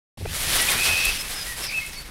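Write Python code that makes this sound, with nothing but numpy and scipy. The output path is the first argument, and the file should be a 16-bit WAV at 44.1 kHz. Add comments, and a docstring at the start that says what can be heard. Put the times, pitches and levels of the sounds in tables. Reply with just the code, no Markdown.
"""Fingers bump a phone in the woods as wind starts to buffet its microphone.
The gust swells through dry leaves, which rustle and crackle as they touch, then dies away.
A bird gives a long trilled whistle, then a stutter that opens into a clear note.
Other birds add soft whistles and thin high chirps, and the trees echo them all."""
import sys
import numpy as np
from scipy import signal
from scipy.fft import rfft, irfft
from scipy.io import wavfile
from scipy.ndimage import uniform_filter1d

SR = 44100
rng = np.random.default_rng(int(sys.argv[2]) if len(sys.argv) > 2 else 0)


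def bounce(signal):
    """Save signal as a 16-bit WAV file at the path given by the first command-line argument."""
    frames = np.transpose(np.atleast_2d(signal))
    limited = np.clip(frames, -1, 1)
    pcm = np.round(limited * 32767).astype(np.int16)
    wavfile.write(sys.argv[1], SR, pcm)


N = 92610
T = np.arange(N) / SR
FREQS_HZ = np.arange(N // 2 + 1) * SR / N
START_S = .172  # silence until here


def undb(db):
    """Turn decibels into a number to multiply by."""
    return 10 ** (np.asarray(db) / 20)


def unit(x):
    """Scale a signal to an average strength (rms) of 1."""
    return x / np.sqrt(np.mean(x ** 2) + 1e-18)


def curves(rows):
    """Join a table's points into one line per column; the first column is time."""
    rows = np.array(rows, float)
    return [np.interp(T, rows[:, 0], column) for column in rows.T[1:]]


def wobble(rate_hz):
    """A smooth random wander of size about 1; a higher rate wanders faster."""
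    span = max(int(SR / rate_hz), 2)
    smoothed = uniform_filter1d(rng.standard_normal(N), span, mode="wrap")
    return unit(uniform_filter1d(smoothed, span, mode="wrap"))


def colour(x, points):
    """Set the balance of low and high from (Hz, dB) points, fading steeply outside them."""
    hz, db = np.array(points, float).T
    f = np.maximum(FREQS_HZ, 1)
    gain = undb(np.interp(np.log(f), np.log(hz), db))
    edges = np.minimum(f / hz[0], 1) ** 4 * np.minimum(hz[-1] / f, 1) ** 8
    return unit(irfft(rfft(x) * gain * edges, N))


def arch(start, length):
    """Progress from 0 to 1 through a sound, and its rounded rise and fall."""
    progress = np.clip((T - start) / length, 0, 1)
    return progress, np.sqrt(4 * progress * (1 - progress))


def tone(hz):
    """A pure tone that follows a changing pitch."""
    return np.sqrt(2) * np.sin(2 * np.pi * np.cumsum(hz) / SR)


def bursts(rows):
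    """Short puffs of noise, each around its own pitch."""
    out = np.zeros(N)
    for start, length, hz, width, db in rows:
        band = np.exp(-2 * ((FREQS_HZ - hz) / width) ** 2)
        noise = irfft(rfft(rng.standard_normal(N)) * band, N)
        _, swell = arch(start, length)
        out += unit(noise * swell ** 2) * np.sqrt(length * SR / N) * undb(db)
    return out


def tree_echo(x, echo_db, fade_s=.74, build_s=.01):
    """Trunks and treetops scatter a sound back as a fading wash of echoes."""
    tail = rng.standard_normal(N) * undb(-60 * T / fade_s)
    tail *= 1 - np.exp(-(T / build_s) ** 2)
    tail /= np.sqrt(np.sum(tail ** 2))
    return x + undb(echo_db) * signal.fftconvolve(x, tail)[:N]


def wind():
    """Moving air buffets the microphone, with a deep rumble underneath."""
    # how each rises and falls: time_s, relative_db
    buffet_levels = [(0.18, -42.5), (0.212, -35.5), (0.238, -33.5), (0.426, -42.5), (0.468, -35),
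                     (0.73, -42), (0.762, -30.5), (0.868, -48), (0.896, -44), (1.014, -41), (1.43, -46),
                     (2.1, -45)]
    rumble_levels = [(.18, -50), (.27, -39), (.34, -41), (.41, -38), (.5, -37.5), (.575, -32), (.64, -41.5),
                     (.9, -39.5), (1.03, -44.5), (1.09, -33.5), (1.17, -40.5), (2.1, -44)]
    # the tone of each: pitch_hz, relative_db
    buffet_colour = [(65, 2), (90, -3.5), (130, -2.5), (214, -9.5), (400, -18.5)]
    rumble_colour = [(18, 5.5), (32, -1), (49, 3.5), (57, -11)]
    buffet = colour(rng.standard_normal(N), buffet_colour) * undb(curves(buffet_levels)[0] - 2)
    rumble = colour(rng.standard_normal(N), rumble_colour) * undb(curves(rumble_levels)[0])
    return buffet + rumble


def finger_taps():
    """Fingers scuff and tap the phone's case."""
    # touches: start_s, length_s, centre_hz, width_hz, level_db
    taps = [(.171, 0.015, 600, 700, -45.5), (.203, 0.03, 302, 900, -41.5),
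            (.254, 0.0049, 1200, 2200, -33.5), (.256, 0.0089, 680, 350, -33)]
    return bursts(taps)


def case_bumps():
    """The case gives a dull boom when it is bumped."""
    # booms: start_s, length_s, pitch_hz, level_db
    bumps = [(0.201, 0.079, 95, -30.5), (0.25, 0.013, 450, -28.5), (0.28, 0.066, 87.7, -37),
             (0.86, 0.096, 84, -34)]
    out = np.zeros(N)
    for start, length, hz, db in bumps:
        _, swell = arch(start, length)
        out += tone(hz * (1 + .044 * wobble(60))) * swell ** 2 * undb(db)
    return out


def leaf_rustle(touches_per_s=2200, spread_db=2.5, click_share=.28):
    """Countless tiny leaf touches merge into a rustle that rises and falls with the gust."""
    # the rustle's three layers over time: time_s, body_db, hiss_db, sizzle_db
    levels = [(.28,-52,-46,-44), (.35,-40.5,-37,-30.5), (.45,-40,-32.5,-28), (.58,-32,-27,-25),
              (.665,-38,-30.5,-26), (.715,-33.5,-31,-26), (.82,-37,-29,-27.5), (.86,-32.5,-26,-23.5),
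              (.92,-38,-32,-30), (1.03,-41.5,-30,-30), (1.09,-38.5,-31,-30.5), (1.21,-45,-35.5,-34),
              (1.26,-42.5,-41.5,-36.5), (1.305,-44,-38.5,-34), (1.41,-46,-39,-36.5),
              (1.53,-47.5,-43.5,-37.5), (1.615,-43.5,-38.5,-35.5), (1.72,-48,-42,-41), (1.9,-50,-44.5,-41),
              (2.1,-51,-51,-48.5)]
    # the tone of the low, middle and high layer: pitch_hz, relative_db
    body = [(150,-13.5), (215,-13.5), (500,-8.5), (1050,-8.5), (1900,-6), (2200,-7.5)]
    hiss = [(1300, -22.5), (1900, -5), (2600, 1), (3500, 1.5), (5000, -1), (6200, -5), (7200, -42.5)]
    sizzle = [(3820, -30), (6500, -5.5), (6790, -5), (8950, -2), (11000, -2), (14300, -10.5),
              (15700, -14.5)]
    offsets_db = (4, 2.5, -1)
    touches = (rng.random(N) < touches_per_s / SR) * rng.choice([-1, 1], N)
    clicks = unit(touches * undb(spread_db * np.minimum(rng.exponential(size=N), 5)))
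    flutter_db = 1.14 * wobble(51)
    fade_in_db = np.interp(T, [START_S, levels[0][0]], [-9.5, 0])
    out = np.zeros(N)
    for db, layer, offset_db in zip(curves(levels), (body, hiss, sizzle), offsets_db):
        rustle = np.sqrt(click_share) * clicks + np.sqrt(1 - click_share) * rng.standard_normal(N)
        gain = undb(db + offset_db + fade_in_db + flutter_db + .77 * wobble(43))
        out += colour(rustle, layer) * gain
    return out


def leaf_crackles():
    """Single leaves and twigs scrape and snap above the rustle."""
    # crackles: start_s, length_s, centre_hz, width_hz, level_db
    crackles = [(.548, .005, 11000, 5000, -28), (.608, 0.023, 10200, 3000, -25),
                (.686, 0.014, 3240, 1500, -28.5), (.778, .006, 9000, 7000, -30),
                (.846, 0.0018, 4000, 6960, -22), (.8745, 0.00078, 5500, 6000, -17),
                (1.048, 0.011, 10000, 5000, -23.5), (1.598, 0.029, 794, 900, -40),
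                (1.862, 0.0059, 9500, 2980, -37)]
    return bursts(crackles)


def whistling_birds():
    """Birds give soft whistles that bend in pitch, and one short, sharp chip."""
    # calls: start_s, length_s, first_hz, middle_hz, last_hz, level_db
    whistles = [(0.258, .05, 2360, 2620, 2930, -46), (0.587, 0.069, 1930, 1940, 1964, -29),
                (0.683, 0.012, 2500, 2475, 2380, -19), (1.36, 0.053, 1552, 1655, 1650, -42.5),
                (1.454, 0.098, 1824, 1933, 1780, -38), (1.559, .05, 1840, 1930, 1880, -50),
                (1.605, 0.068, 2700, 2673, 2620, -43.5), (1.804, 0.051, 2090, 2200, 2126, -34),
                (1.964, 0.022, 2220, 2250, 2200, -42.5)]
    out = np.zeros(N)
    for start, length, first, middle, last, db in whistles:
        progress, swell = arch(start, length)
        bend = np.polyfit([0, .5, 1], [first, middle, last], 2)  # a curve through the three pitches
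        hz = np.polyval(bend, progress) + 24 * wobble(200)
        out += tone(hz) * swell * undb(db)
    return tree_echo(out, echo_db=-7)


def chirping_birds():
    """Thin high chirps, mostly falling; a fast shake in pitch makes them raspy."""
    # calls: start_s, length_s, first_hz, last_hz, level_db, rasp_hz
    chirps = [(1.121, 0.065, 5350, 5150, -42, 230), (1.184, 0.04, 5130, 5170, -35, 50),
              (1.348, .06, 5170, 5100, -36.5, 129), (1.4, 0.041, 4980, 5020, -35, 45),
              (1.611, 0.1, 5350, 4860, -36, 280.8), (1.665, 0.07, 4950, 4480, -39, 230),
              (1.916, 0.058, 5600, 5300, -42.5, 500), (1.96, 0.058, 4450, 4470, -39, 69)]
    out = np.zeros(N)
    for start, length, first, last, db, rasp in chirps:
        progress, swell = arch(start, length)
        hz = first + (last - first) * progress + rasp * wobble(700)
        out += tone(hz) * swell * undb(db + 2 * wobble(150))
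    return tree_echo(out, echo_db=-10)


def warble(rows, flicks_per_s, sweep_hz, drop_hz, dip):
    """A whistle broken into quick upward flicks, quieter at each drop in pitch."""
    hz, db = curves(rows)[:2]
    start, end = rows[0][0], rows[-1][0]
    rate = flicks_per_s * (1 + .016 * wobble(39.3)) * (T > start)
    flick = np.cumsum(rate) / SR % 1  # runs from 0 to 1 in each flick
    gap = np.cos(np.pi * flick) ** 4  # peaks between flicks
    singing = uniform_filter1d(1. * ((T > start) & (T < end)), size=200)
    pitch = hz + sweep_hz * (flick - .5) - drop_hz * gap + 14 * wobble(227)
    return tone(pitch) * (1 - dip * gap) * singing * undb(db)


def near_bird():
    """A close bird whistles a long trill, then a stutter that opens into a clear note."""
    # the trill: time_s, pitch_hz, level_db
    trill_path = [(.74, 2310, -39), (.775, 2480, -32), (.82, 2558, -21.5), (.87, 2580, -24),
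                  (.925, 2600, -21), (.96, 2535, -23), (.99, 2629, -22.5), (1.03, 2565, -22.5),
                  (1.095, 2638, -21), (1.112, 2616, -25), (1.122, 2400, -34)]
    # the stutter and clear note: time_s, pitch_hz, level_db, stutter_depth (0 to 1)
    song_path = [(1.672, 2380, -48, 0.96), (1.695, 2400, -32, 1), (1.718, 2390, -32.5, 1),
                 (1.732, 2426, -29, 1), (1.748, 2633, -26, 0.02), (1.77, 2580, -27.5, 0.05),
                 (1.785, 2559, -21.5, 0), (1.797, 2604, -30.5, 0), (1.808, 2470, -32, 0.1)]
    depth = curves(song_path)[2]
    trill = warble(trill_path, flicks_per_s=89.8, sweep_hz=180, drop_hz=130, dip=.85)
    song = warble(song_path, flicks_per_s=59, sweep_hz=557 * depth, drop_hz=0, dip=.48 * depth)
    return tree_echo(trill, echo_db=-11.5) + tree_echo(song, echo_db=-11)


def scene():
    """Everything reaches one microphone, so left and right are the same."""
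    birds = near_bird() + whistling_birds() + chirping_birds()
    leaves = leaf_rustle() + leaf_crackles()
    mix = birds + leaves + finger_taps() + wind() + case_bumps()
    return np.tile(mix, (2, 1))


def record(dry, top_hz=15750):
    """The phone lets sound in after a moment of silence and cuts the highest treble."""
    opened = np.clip((T - START_S) / .002, 0, 1)
    treble_cut = signal.ellip(10, .2, 80, top_hz, fs=SR, output="sos")
    return signal.sosfilt(treble_cut, dry * opened)


dry = scene()
out = record(dry)
bounce(out)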